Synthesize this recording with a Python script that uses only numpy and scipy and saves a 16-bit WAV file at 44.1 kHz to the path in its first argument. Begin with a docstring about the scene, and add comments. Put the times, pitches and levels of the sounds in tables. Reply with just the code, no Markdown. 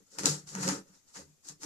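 """A cat paws a paper roll on its holder in a small tiled bathroom, heard by a two-microphone phone.
It opens with faint crinkle and thumps; from 0.19 s to 0.8 s the claws work hard, the sharpest snap at 0.26 s.
After a near lull come light rustles, low thumps near 1.2 s and a last stir with snaps from 1.49 s.
Paper is dense random clicks plus snap bursts; the roll's pushes and rumble ring a set of low modes.
Tiles add a short noise tail to the paper; faint hiss lies under all."""
import sys
import numpy as np
from scipy import signal
from scipy.fft import rfft, irfft
from scipy.io import wavfile
from scipy.ndimage import uniform_filter1d

SR = 44100
rng = np.random.default_rng(int(sys.argv[2]) if len(sys.argv) > 2 else 0)


def store_pcm(level_fs):
    """Save levels as 16-bit WAV."""
    pcm = np.round(np.clip(level_fs, -1, 1) * 32767).astype(np.int16)
    wavfile.write(sys.argv[1], SR, np.atleast_2d(pcm).T)


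N = 72765

# Paper rustle, one list per stir: (time [s], bright crinkle level [dB],
# dull scrape re crinkle [dB], roll rumble re crinkle [dB])
RUSTLE_STIRS = [
    [(0.0, -59.5, -21, 9), (0.006, -85, 20, 13.5), (0.05, -93, -15, 9), (0.068, -60.5, -8, -2.5),
     (0.1, -73, -14, -15), (0.11, -59, -13, -13)],
    [(0.115, -58.5, -11, -7.5), (0.145, -53.5, -10.5, -10), (0.169, -60, -5, -8), (0.179, -55.5, -7, 3.5),
     (0.184, -49, -10, 7)],
    [(0.187, -36, -4, -6.5), (0.221, -50, -6.5, -3.5), (0.251, -43, 3, 10.5), (0.254, -40, -9, -3)],
    [(0.258, -28.5, -3.5, -18), (0.284, -32.5, -11.5, -7), (0.46, -71, -7, -4.5)],
    [(0.475, -48.5, -10.5, -18), (0.509, -51, -11.5, -13), (0.577, -49.5, 2, 4), (0.621, -41.5, -6.5, -6),
     (0.629, -37, -5, -16), (0.66, -42.5, -3.5, 1.5)],
    [(0.67, -42, -4.5, 7), (0.692, -32.5, -2, -9), (0.702, -37.5, -1, -7), (0.782, -54, -3.5, 3),
     (0.842, -96, 9, 13), (0.85, -89, 8, 25)],
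    [(0.87, -60.5, -6, -4), (0.916, -71.5, -1, -4), (0.944, -57.5, -9, -11), (1.052, -77, -13, -11),
     (1.08, -58.5, -10, -20), (1.11, -64.5, -2.5, -21)],
    [(1.125, -64.5, -17, -17), (1.145, -52, -10, -13), (1.159, -47.5, -2.5, -12), (1.195, -53, -4.5, -5.5),
     (1.309, -85, -4, 9), (1.41, -91, -16, -20)],
    [(1.42, -77, 2, -23), (1.448, -54, -11.5, -10), (1.48, -53, -10.5, -17), (1.486, -47, -12.5, -16.5),
     (1.516, -56, -7.5, -7.5), (1.585, -94, -14, 13)],
    [(1.595, -79, -10, 19.5), (1.603, -58, -13, -8), (1.635, -42.5, -11, -12), (1.65, -48, -11, 1)],
]
# Claw snaps in the paper: (time [s], level [dB], dull part re level before its fixed gain [dB])
CLAW_SNAPS = [(0.1859, -26.5, -5), (0.2342, -30, -3), (0.2404, -32, -16), (0.249, -48, -28),
              (0.2565, -14, -10.5), (0.2583, -16.5, -24), (0.473, -56, -10), (.4903, -41, -6),
              (0.5513, -31, 0.5), (0.6287, -32.5, -30), (.632, -30, 2), (0.6783, -25, 0), (0.688, -22, -8),
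              (0.6932, -67, -6), (1.1569, -46.5, 2), (1.487, -35, -19), (1.4955, -42, -19),
              (1.509, -58, -1), (1.6201, -52.5, 8), (1.6331, -38.5, 3)]
# Thumps of the roll on its bar: (centre time [s], push level [dB], push pitch [Hz])
ROLL_THUMPS = [(.005, -55.5, 200), (0.174, -57, 198), (.195, -77, 303), (0.213, -43.5, 189),
               (.243, -34.5, 192), (.262, -37.5, 376), (.275, -37.5, 460), (.285, -45, 338),
               (0.286, -31, 156), (0.299, -32.5, 138), (0.347, -60, 150), (0.439, -48, 161),
               (0.526, -43.5, 149), (.555, -34.5, 196), (.582, -36.5, 184), (0.61, -32.5, 146),
               (0.633, -31, 162), (.655, -29.5, 173), (.67, -73, 544), (0.687, -32.5, 191),
               (.702, -36, 163), (0.716, -36, 273), (0.746, -56, 272), (0.784, -42, 205),
               (.805, -57.5, 280), (0.902, -53, 180), (1.179, -50.5, 195), (1.194, -53, 580),
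               (1.201, -43, 78.4), (1.241, -39, 78), (1.215, -62, 285), (1.234, -57, 148),
               (1.263, -54, 150), (1.289, -57, 146), (1.315, -65, 148), (1.45, -73, 293),
               (1.503, -49.5, 160), (1.542, -74, 139), (1.631, -61, 284)]
# Low modes of the small bathroom, rung by the roll: (frequency [Hz], gain [dB], T60 [s], left minus right [dB])
ROOM_MODES = [(75.1, -6.5, 0.088, 0.5), (152.2, -3, 0.27, 1), (187.8, 0.5, 0.14, 0.), (223, -13, 0.04, 0.),
              (267.8, -2.5, 0.14, -.5), (296.4, -0.5, 0.23, 2.5), (325.3, -6, 0.16, -7.5),
              (402.5, 0, 0.091, -4), (440.4, -6, 0.18, 7), (483, -1, 0.061, 1.5), (544, -3, 0.12, -4),
              (671, -17, 0.071, -6.5)]
# Bright paper spectrum: (frequency [Hz], relative density [dB per Hz])
BRIGHT_SPECTRUM = [(1410, -50.5), (2400, -14.5), (3430, -12), (4300, -4), (5600, 0), (7020, 0),
                   (9430, -11.5), (12400, -18), (14400, -32.5), (15400, -62)]
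# Dull paper spectrum: (frequency [Hz], relative density [dB per Hz])
DULL_SPECTRUM = [(350, -24), (600, -16), (723, -5), (918, 1), (1020, -5), (1270, -1), (1880, -4),
                 (2250, -10), (2800, -12.5), (3640, -24), (6160, -120)]
# Microphone port colour: (frequency [Hz], left minus right [dB])
PORT_BALANCE = [(700, -0.5), (2400, 0), (4400, -1.5), (5500, -4.5), (6500, 7.5), (7500, 10.5), (9000, 5),
                (11000, 3), (15000, 3)]
# Hiss spectrum: (frequency [Hz], relative density [dB per Hz])
HISS_SPECTRUM = [(20, 5), (55, -5), (85, 2), (170, 3.5), (400, -3), (1000, -9), (2400, -11), (4000, -10),
                 (6800, -1.5), (9000, -12.5), (12000, -12.5), (14300, -16.5), (15400, -32)]

CRACKS_PER_S, CRACK_MEAN_EXCESS_DB = 7000, 2.5
FLICKER_RMS_DB, FLICKER_WINDOW_S = 1.3, 1 / 60
SNAP_DECAY_S, DULL_SNAP_GAIN = 0.0016, 5
DIRECT_RUSTLE_GAIN, SCATTER_GAIN = 0.5, 0.84  # crinkle common to both microphones, and unrelated
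RUSTLE_WET_DB, SNAP_WET_DB = -3, -4.5
BRIGHT_T60_S, DULL_T60_S, FIRST_ECHO_S = 0.21, 0.2, 0.0022
PUSH_CYCLES, RUMBLE_GAIN = 4, 0.041  # push width between 1/e points
BASS_CUT_HZ, TOP_HZ = 127, 15300
RIGHT_LATE_S = 0.0003117
IN_STEP_HZ = 400  # modes well below this reach both microphones together
HISS_DB = -59  # before suppressor and gate
QUIET_CUT_DB, OVER_HISS_DB, STFT_SAMPLES = -6.5, 1, 1024
GATE_OPEN_DB, GATE_SLOPE_DB_PER_DB, GATE_DEPTH_DB, GATE_WINDOW_S = -51, 0.42, -5.5, 0.029


def paper():
    """Crinkle and snaps, each in a bright and a dull band, direct and reflected by the tiles."""
    bright_db = rustle_curve(1)
    levels_db = bright_db, bright_db + rustle_curve(2)
    spectra, t60s = (BRIGHT_SPECTRUM, DULL_SPECTRUM), (BRIGHT_T60_S, DULL_T60_S)
    out = 0
    for level_db, snap, spectrum, t60_s in zip(levels_db, snaps(), spectra, t60s):
        gain = undb(level_db)
        rustle = gain * cracks()
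        scattered = gain * np.array([cracks(), cracks()])
        direct = both_microphones(DIRECT_RUSTLE_GAIN * rustle + snap)
        to_tiles = undb(RUSTLE_WET_DB) * rustle + undb(SNAP_WET_DB) * snap
        wet = convolve(to_tiles, tiles(t60_s))
        out = out + convolve(direct + SCATTER_GAIN * scattered + wet, unit_colour(spectrum))
    return out


def cracks():
    """Dense random clicks of uneven size and sign whose strength flickers; unit RMS."""
    hit = rng.random(N) < CRACKS_PER_S / SR
    sign = np.sign(rng.standard_normal(N))
    size = undb(CRACK_MEAN_EXCESS_DB * rng.exponential(size=N)) * sign
    flicker = unit_rms(smooth(rng.standard_normal(N), round(FLICKER_WINDOW_S * SR)))
    return unit_rms(hit * size * undb(FLICKER_RMS_DB * flicker))


def snaps():
    """Each snap is a decaying bright burst of random signs over a single dull click."""
    time_s, level_db, dull_re_db = np.array(CLAW_SNAPS).T
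    at = (time_s * SR).astype(int)
    bright, dull = np.zeros(N), np.zeros(N)
    bright[at] = undb(level_db)
    dull[at] = undb(level_db + dull_re_db)
    decay = np.exp(-np.arange(SR // 50) / SR / SNAP_DECAY_S)
    burst = convolve(bright, decay) * np.sign(rng.standard_normal((2, N)))
    return burst, DULL_SNAP_GAIN * dull


def rustle_curve(column):
    """One column of the stirs, interpolated linearly at every sample."""
    table = np.concatenate(RUSTLE_STIRS)
    return np.interp(np.arange(N) / SR, table[:, 0], table[:, column])


def roll():
    """Soft pushes and rumble noise drive the decaying low modes."""
    return convolve(thumps() + rumble(), mode_ring())


def thumps():
    """Each push is a cosine under a Gaussian envelope."""
    time_s, level_db, push_hz = np.array(ROLL_THUMPS).T[:, :, None]
    cycles = (np.arange(N) / SR - time_s) * push_hz
    envelope = np.exp(-(2 * cycles / PUSH_CYCLES) ** 2)
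    # level scales with pitch per sample, as wider pushes drive the modes for longer
    pushes = undb(level_db) * push_hz / SR * envelope * np.cos(2 * np.pi * cycles)
    return np.sum(pushes, axis=0)


def rumble():
    """White noise whose level follows the rustle tables."""
    return RUMBLE_GAIN * undb(rustle_curve(1) + rustle_curve(3)) * rng.standard_normal(N)


def mode_ring():
    """Stereo impulse response: a sum of exponentially decaying sines."""
    t = np.arange(SR // 2) / SR
    side = np.array([[0.5], [-0.5]])
    ring = 0
    for k, (hz, gain_db, t60_s, pan_db) in enumerate(ROOM_MODES):
        offset_s = side * RIGHT_LATE_S * min(hz / IN_STEP_HZ, 1)
        level_db = gain_db + side * pan_db - 60 * t / t60_s
        polarity = (-1) ** ((k + 1) // 2)
        ring = ring + polarity * undb(level_db) * np.sin(2 * np.pi * hz * (t + offset_s))
    return ring


def tiles(t60_s):
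    """Room echo tail: decaying noise, unrelated left and right, of unit energy."""
    t = np.arange(SR // 2) / SR
    tail = rng.standard_normal((2, len(t))) * undb(-60 * t / t60_s) * (t > FIRST_ECHO_S)
    return tail / np.sqrt(np.sum(tail ** 2, axis=1, keepdims=True))


def hiss():
    """Microphone and room hiss: coloured noise, unrelated left and right."""
    return undb(HISS_DB) * convolve(rng.standard_normal((2, N)), unit_colour(HISS_SPECTRUM))


def both_microphones(x):
    """The direct sound reaches the right microphone a little later."""
    left, right = np.broadcast_to(x, (2, N))
    n = np.arange(N)
    return np.array([left, np.interp(n - RIGHT_LATE_S * SR, n, right)])


def suppress(x):
    """Noise suppressor: each band is turned down as its power sinks towards the hiss."""
    spec = signal.stft(x, nperseg=STFT_SAMPLES)[2]
    hiss_shape = np.abs(rfft(unit_colour(HISS_SPECTRUM))[::2, None]) ** 2  # every second bin fits the STFT
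    quiet = hiss_shape * undb(2 * (HISS_DB + OVER_HISS_DB)) / STFT_SAMPLES
    over_bands = uniform_filter1d(np.abs(spec) ** 2, size=5, axis=1)
    power = uniform_filter1d(over_bands, size=2, axis=2)
    gain = np.maximum(1 - quiet / (power + 1e-20), undb(QUIET_CUT_DB))
    return signal.istft(spec * gain, nperseg=STFT_SAMPLES)[1][:, :N]


def gate(x):
    """Expander: both channels are turned down together as the level falls under the opening level."""
    power = smooth(np.mean(x ** 2, axis=0), int(GATE_WINDOW_S * SR))
    level_db = 10 * np.log10(np.abs(power) + 1e-12)
    gain_db = np.clip(GATE_SLOPE_DB_PER_DB * (level_db - GATE_OPEN_DB), GATE_DEPTH_DB, 0)
    return x * undb(gain_db)


def undb(db):
    """Amplitude factor from dB."""
    return 10 ** (np.asarray(db) / 20)


def unit_rms(x):
    """Scale to unit RMS."""
    return x / np.sqrt(np.mean(x ** 2))


def smooth(x, samples):
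    """Moving average applied twice."""
    return uniform_filter1d(uniform_filter1d(x, samples), samples)


def convolve(x, h):
    """Convolve per channel, cut to the scene length."""
    return signal.fftconvolve(np.atleast_2d(x), np.atleast_2d(h), axes=1)[:, :N]


def response(table, size=2048):
    """Minimum-phase response through (frequency [Hz], level [dB]) points, by a folded cepstrum."""
    hz, db = np.array(table, float).T
    f = np.arange(size // 2 + 1) * SR / size + 1  # +1 avoids log(0)
    cepstrum = irfft(np.log(undb(np.interp(np.log(f), np.log(hz), db))))
    cepstrum[1:size // 2] *= 2
    cepstrum[size // 2 + 1:] = 0
    return irfft(np.exp(rfft(cepstrum)))


def unit_colour(table):
    """The same response at unit energy."""
    h = response(table)
    return h / np.sqrt(np.sum(h ** 2))


def scene():
    """Paper and roll with the bass cut, over hiss."""
    # a small roll radiates little deep bass
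    bass_cut = signal.butter(2, BASS_CUT_HZ, "high", fs=SR, output="sos")
    return signal.sosfilt(bass_cut, paper() + roll()) + hiss()


def record(dry):
    """Quiet bands and moments are cut, the two ports colour the treble differently, the top is cut."""
    ports = [response([(hz, side * db) for hz, db in PORT_BALANCE]) for side in (0.5, -0.5)]
    heard = convolve(gate(suppress(dry)), np.array(ports))
    top_cut = signal.ellip(8, 0.2, 70, TOP_HZ, fs=SR, output="sos")  # ripple, stopband [dB]
    return signal.sosfilt(top_cut, heard)


dry = scene()
out = record(dry)
store_pcm(out)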